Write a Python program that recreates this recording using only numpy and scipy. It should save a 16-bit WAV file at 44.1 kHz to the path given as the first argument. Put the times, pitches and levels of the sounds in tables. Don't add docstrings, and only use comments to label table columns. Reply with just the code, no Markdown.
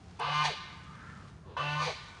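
import sys
import numpy as np
from scipy import signal
from scipy.fft import rfft, irfft, next_fast_len
from scipy.io import wavfile

SR = 44100
rng = np.random.default_rng(int(sys.argv[2]) if len(sys.argv) > 2 else 0)


def transcribe(u):
    v = np.clip(np.atleast_2d(u).T, -1, 1)
    q = np.round(v * 32767).astype(np.int16)
    wavfile.write(sys.argv[1], SR, q)


N = 97020
T = np.arange(N) / SR


def amp(db):
    return 10 ** (np.asarray(db) / 20)


def unit(x):
    return x / np.sqrt(np.mean(x ** 2) + 1e-20)


def read(points, hz):
    f, value = np.transpose(points)
    return np.interp(np.log(hz + 1), np.log(f + 1), value)


def follow(table):
    s, *columns = np.transpose(table)
    return [np.interp(T, s, column) for column in columns]


def gate(table):
    edge_s = 0.0026
    opening = np.clip((T - table[0][0]) / edge_s, 0, 1)
    closing = np.clip((table[-1][0] - T) / edge_s, 0, 1)
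    return opening * closing


def colour(x, points, size=4096):
    log_gain = np.log(amp(read(points, abs(np.fft.fftfreq(size, 1 / SR)))))
    response = np.exp(np.conj(signal.hilbert(log_gain)))
    taps = np.fft.ifft(response).real[:size // 2]
    return unit(signal.fftconvolve(x, taps)[:N])


def noise():
    return rng.standard_normal(N)


def drift(hz):
    spectrum = rfft(noise()) / (1 + (np.fft.rfftfreq(N, 1 / SR) / hz) ** 4)
    return unit(irfft(spectrum, N))


def resonate(x, hz, stage_width):
    turn = np.exp(2j * np.pi * np.cumsum(hz) / SR)
    r = np.exp(-np.pi * stage_width / SR)
    low = x / turn
    for _ in range(3):
        low = signal.lfilter([1 - r], [1, -r], low)
    return (turn * low).real / np.sqrt(3 * np.pi * stage_width / (32 * SR))


def rumble():
    # frequency in Hz, relative density in dB.
    rumble_colour = [(20, -31), (35, -17), (50, -6.5), (90, 2), (125, -4), (175, -7), (230, -17),
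                     (300, -17), (450, -19.5), (900, -48)]
    return amp(-54) * colour(noise(), rumble_colour)


def outdoor_air():
    # frequency in Hz, relative density in dB.
    air_colour = [(100, -3.5), (400, 4), (800, 1), (1200, -4), (2000, -12), (4000, -16), (7000, -19),
                  (10000, -68)]
    return amp(-63.5) * colour(noise(), air_colour)


def fading_tone():
    # frequency in Hz, width of each resonator stage in Hz, starting level in dB, t60 in seconds.
    tone = (779.5, 32.5, -57.5, .6)
    hz, stage_width, db, t60 = tone
    fade = np.exp(-np.log(1000) * T / t60)
    return amp(db) * fade * resonate(noise(), np.full(N, hz), stage_width)


def hand_rub():
    # time in seconds, level in dB.
    rub_level = [(0, -55.5), (.15, -57), (.3, -90), (.55, -62.5), (.85, -54), (1.15, -52), (1.38, -55),
                 (1.5, -58.5), (1.7, -75), (2.0, -60.5), (2.2, -66)]
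    # frequency in Hz, relative gain in dB.
    rub_colour = [(50, -27.5), (100, -8), (130, 1), (180, 1.5), (230, -9), (300, -17), (600, -45.5)]
    return amp(follow(rub_level)[0]) * colour(noise(), rub_colour)


def rustle():
    # time in seconds, level in dB.
    rustle_level = [(0, -65.5), (.08, -63), (.16, -61), (.6, -61.5), (.95, -61.5), (1.2, -61), (1.29, -61),
                    (1.38, -71), (1.55, -83.5), (1.9, -54.5), (2.2, -58)]
    # frequency in Hz, relative gain in dB.
    rustle_colour = [(200, -24.5), (900, 5), (2500, -2.5), (4500, -5), (6500, -10), (10000, -21)]
    crackle_per_s, crackle_share = 340, 0.55
    crackle = unit((rng.random(N) < crackle_per_s / SR) * noise())
    return amp(follow(rustle_level)[0]) * colour(noise() + crackle_share * crackle, rustle_colour)


def straw_snaps():
    # time in seconds, starting level in dB.
    snaps = [(0.197, -40.5), (.2005, -47)]
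    decay_s = 0.0016
    out = np.zeros(N)
    for s, db in snaps:
        out += amp(db) * (T >= s) * np.exp(-abs(T - s) / decay_s) * noise()
    return out


def puff():
    # time in seconds, level in dB.
    puff_level = [(1.41, -91), (1.46, -58), (1.52, -52.5), (1.565, -57.5), (1.59, -74)]
    # frequency in Hz, relative gain in dB.
    puff_colour = [(200, -8), (380, 10.5), (600, 1.5), (780, -4), (1050, 6.5), (1300, -17), (1580, -7),
                   (2000, -20), (4000, -17), (10000, -64)]
    return gate(puff_level) * amp(follow(puff_level)[0]) * colour(noise(), puff_colour)


def hiss():
    # time in seconds, level in dB, lower resonance in Hz.
    breath = [(.78, -73, 1170), (.87, -60, 1245), (.99, -56.5, 1240), (1.1, -57, 1396), (1.18, -58, 1260),
              (1.275, -61, 1196), (1.315, -90, 1230)]
    lower_width_hz, upper_width_hz = 186, 610
    upper_ratio, upper_db, brighten = 1.233, -1, 2.8
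    db, hz = follow(breath)
    lower = resonate(noise(), hz, lower_width_hz)
    upper_gain = amp(upper_db + brighten * (db - db.max()))
    upper = upper_gain * resonate(noise(), hz * upper_ratio, upper_width_hz)
    return gate(breath) * amp(db) * (lower + upper)


def pops():
    # time in seconds, level in dB, frequency in Hz.
    onsets = [(.197, -40, 940), (1.567, -29, 970)]
    rise_s = 0.002
    out = np.zeros(N)
    for s, db, hz in onsets:
        t = np.maximum(T - s, 0)
        swell = t / rise_s * np.exp(1 - t / rise_s)
        out += amp(db) * swell * np.sin(2 * np.pi * hz * t)
    return out


def syrinx(turns, rough):
    jitter_s, spread_db = 0.000498, 0.5
    puff_share, puff_cycles, puff_floor = 0.62, 0.62, .2
    rough = np.clip(rough, 0, 1)
    at = np.flatnonzero(np.diff(np.floor(turns)) > 0)
    late, strong = rng.standard_normal((len(at), 2)).T
    place = np.interp(np.floor(turns[at + 1]), turns, np.arange(N))
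    place = place + jitter_s * SR * rough[at] ** 2 * late
    near = np.round(place)[:, None].astype(int) + np.arange(-8, 9)
    shape = np.sinc(near - place[:, None]) * np.hanning(near.shape[1])
    shape = shape * amp(spread_db * rough[at] * strong)[:, None]
    pulses = np.bincount(np.clip(near, 0, N - 1).ravel(), shape.ravel(), N)
    puffs = (puff_floor + np.exp(-(turns % 1) / puff_cycles)) * noise()
    air = puff_share * rough ** 1.2
    return np.sqrt(1 - air) * unit(pulses) + np.sqrt(air) * unit(puffs)


def windpipe(x):
    delays = [.00113, .00191, .00307]
    strength = .5
    size = next_fast_len(N + SR // 4)
    hz, spectrum = np.fft.rfftfreq(size, 1 / SR), rfft(x, size)
    for s in delays:
        delay = np.exp(-2j * np.pi * hz * s)
        spectrum = spectrum * (strength + delay) / (1 + strength * delay)
    return irfft(spectrum, size)[:N]


def ringing(drive, centre, half, hz, db):
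    swell = np.exp(-((T - centre) / half) ** 2 / 2)
    return amp(db) * swell * resonate(drive, np.full(N, hz), 220)


def mouth(drive, mouth_hz, mouth_db, low_hz, low_db):
    mouth_width_hz, low_width_hz, low_cut_hz = 392, 82, 298
    upper = amp(mouth_db) * resonate(drive, mouth_hz, mouth_width_hz)
    lower = amp(low_db) * resonate(noise(), low_hz, low_width_hz)
    high_pass = signal.butter(4, low_cut_hz, "high", fs=SR, output="sos")
    return signal.sosfilt(high_pass, upper + lower)


def honk(table, throat, ring):
    # frequency in Hz, relative gain in dB.
    rasp_colour = [(250, -23.5), (500, -12), (800, 4.5), (1150, 5), (1350, -5.5), (1780, -0.5),
                   (1950, -0.5), (2330, 2), (2700, -13), (3000, -9), (3500, -4), (4050, -2.5), (4600, -0.5),
                   (5200, -13), (5800, -8.5), (6300, -11.5), (7100, -21), (10000, -31.5)]
    wobble, rasp_rougher = 0.00389, 0.13
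    hz, rough, voice_db, base_db, mouth_hz, mouth_db, low_hz, low_db, rasp_db = follow(table)
    turns = np.cumsum(hz * (1 + wobble * drift(28.8))) / SR
    drive = windpipe(syrinx(turns, rough))
    rasp_drive = windpipe(syrinx(turns + .5, rough + rasp_rougher))
    voice = amp(voice_db) * colour(drive, throat)
    fundamental = amp(base_db) * np.sin(2 * np.pi * turns)
    mouth_sound = mouth(drive, mouth_hz, mouth_db, low_hz, low_db)
    rasp = amp(rasp_db) * colour(rasp_drive, rasp_colour)
    return gate(table) * (voice + fundamental + mouth_sound + ringing(drive, *ring) + rasp)


def goose():
    # time in seconds, pitch in Hz, roughness 0-1, voice in dB,
    # fundamental in dB, mouth resonance in Hz and its level in dB, low resonance in Hz and
    # its level in dB, rasp in dB; the resonance levels are ahead of the mouth's high-pass.
    honks = [
        [(.191, 141.5, 0.84, -50, -87, 815, -45, 405, -50, -52),
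         (.208, 141.6, 0.82, -39, -55, 900, -40.5, 450, -46, -55),
         (.25, 143.8, 0.45, -37.5, -45.5, 1050, -37.5, 488, -52.5, -69),
         (.31, 147.8, 0.46, -37, -38.5, 764, -51, 554, -49.5, -51),
         (.35, 149.1, 0.09, -37.5, -38.5, 1036, -35.5, 634, -57, -44),
         (.428, 150.5, 0.15, -33, -37, 1026, -35.5, 613, -66, -46.5),
         (.455, 150.3, 0.51, -51, -40.5, 850, -35, 610, -55, -28.5),
         (.485, 150.7, 0.68, -37.5, -38.5, 830, -43, 514.3, -52, -54),
         (.515, 146.6, 0.7, -59, -49.5, 590, -46.5, 429, -46.5, -56),
         (.545, 158, 0.9, -80, -56, 520, -55, 356, -71, -72)],
        [(1.566, 140.6, 0.94, -37, -57, 910, -43, 445, -53, -65),
         (1.572, 141.6, 0.63, -38, -56, 1005, -41, 478, -45, -58),
         (1.615, 143.6, .65, -38.5, -41.5, 1157, -35, 530, -52.5, -57),
         (1.655, 146.3, 0.29, -39, -38, 860, -66, 560, -61, -56.5),
         (1.725, 147.9, 0.16, -40.5, -36.5, 820, -62, 553, -68, -49.5),
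         (1.775, 150.1, 0.25, -43.5, -35, 1003, -35, 577, -51.5, -51),
         (1.83, 149.7, 0.38, -39.5, -38.5, 1110, -36.5, 500, -52.5, -39.5),
         (1.865, 150.8, .6, -54, -37.5, 890, -45.5, 501, -43, -39.5),
         (1.9, 151.9, 0.6, -47, -50, 614, -42.5, 454, -43.5, -46.5),
         (1.935, 150.2, 1, -59, -49, 540, -57, 370, -49, -49)],
    ]
    # frequency in Hz, relative gain in dB.
    throats = [
        [(200, -41), (320, -12.5), (600, -8.5), (725, 4.5), (900, 0.5), (1200, 7), (1350, -6), (1500, 4),
         (1650, -2.5), (1950, -13.5), (2100, -5), (2250, -13), (2420, -8.5), (2700, -10), (2870, -6),
         (3020, -8), (3200, -13), (4150, -10.5), (4700, -14.5), (6400, -32.5), (7200, -40), (10000, -44)],
        [(200, -44), (300, -9.5), (450, -11), (590, 0.5), (730, 0.5), (900, -0.5), (1180, 0), (1330, -19),
         (1480, 7.5), (1620, -16.5), (1780, -4), (1950, -13.5), (2500, -17), (2660, -4), (2800, -28),
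         (2960, -5.5), (3200, -17.5), (4150, -17), (5000, -25.5), (6400, -35), (7200, -38.5), (10000, -47.5)],
    ]
    # centre in seconds, spread in seconds,
    # frequency in Hz, level in dB.
    rings = [(0.38, 0.051, 2875, -47.5), (1.65, 0.064, 2659, -50)]
    calls = sum(honk(*call) for call in zip(honks, throats, rings))
    return calls + pops() + hiss() + puff()


def echo(levels, fade):
    hz, t, z = signal.stft(rng.standard_normal(SR), SR, nperseg=256)
    shape = fade(hz[:, None], t[None])
    shape = shape / np.sqrt(np.mean(shape ** 2, axis=1, keepdims=True) * SR)
    shape = shape * amp(read(levels, hz))[:, None]
    return signal.istft(z * shape, SR, nperseg=256)[1][:SR]


def shed(x):
    # frequency in Hz, echo level in dB.
    near_db = [(150, -46), (600, -22), (1200, -12), (2500, 8.5), (4500, -2), (9000, 5.5)]
    # frequency in Hz, echo level in dB.
    tail_db = [(150, -36), (500, -15.5), (900, -13), (1250, -12), (2300, -1.5), (3200, 0.5), (4500, 0),
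               (5500, -4), (9000, -7)]
    # frequency in Hz, t60 in seconds.
    tail_t60 = [(150, 3), (500, 0), (1200, 2.24), (2400, 1.35), (4500, 0.77), (9000, 1.2)]
    near_decay_s, build_s = 0.036, 0.0083

    def near_fade(hz, t):
        return np.exp(-t / near_decay_s)

    def tail_fade(hz, t):
        return np.exp(-np.log(1000) * t / read(tail_t60, hz)) * (1 - np.exp(-t / build_s))

    response = echo(near_db, near_fade) + echo(tail_db, tail_fade)
    return signal.fftconvolve(x, response)[:N]


def scene():
    bird = goose()
    background = rumble() + outdoor_air() + fading_tone()
    hand = hand_rub() + rustle() + straw_snaps()
    mono = bird + shed(bird) + hand + background
    return np.array([mono, mono])


def record(dry):
    edge_hz = 10180
    low_pass = signal.firwin(511, edge_hz, window=("kaiser", 9), fs=SR)
    return signal.oaconvolve(dry, low_pass[None], "same")


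dry = scene()
out = record(dry)
transcribe(out)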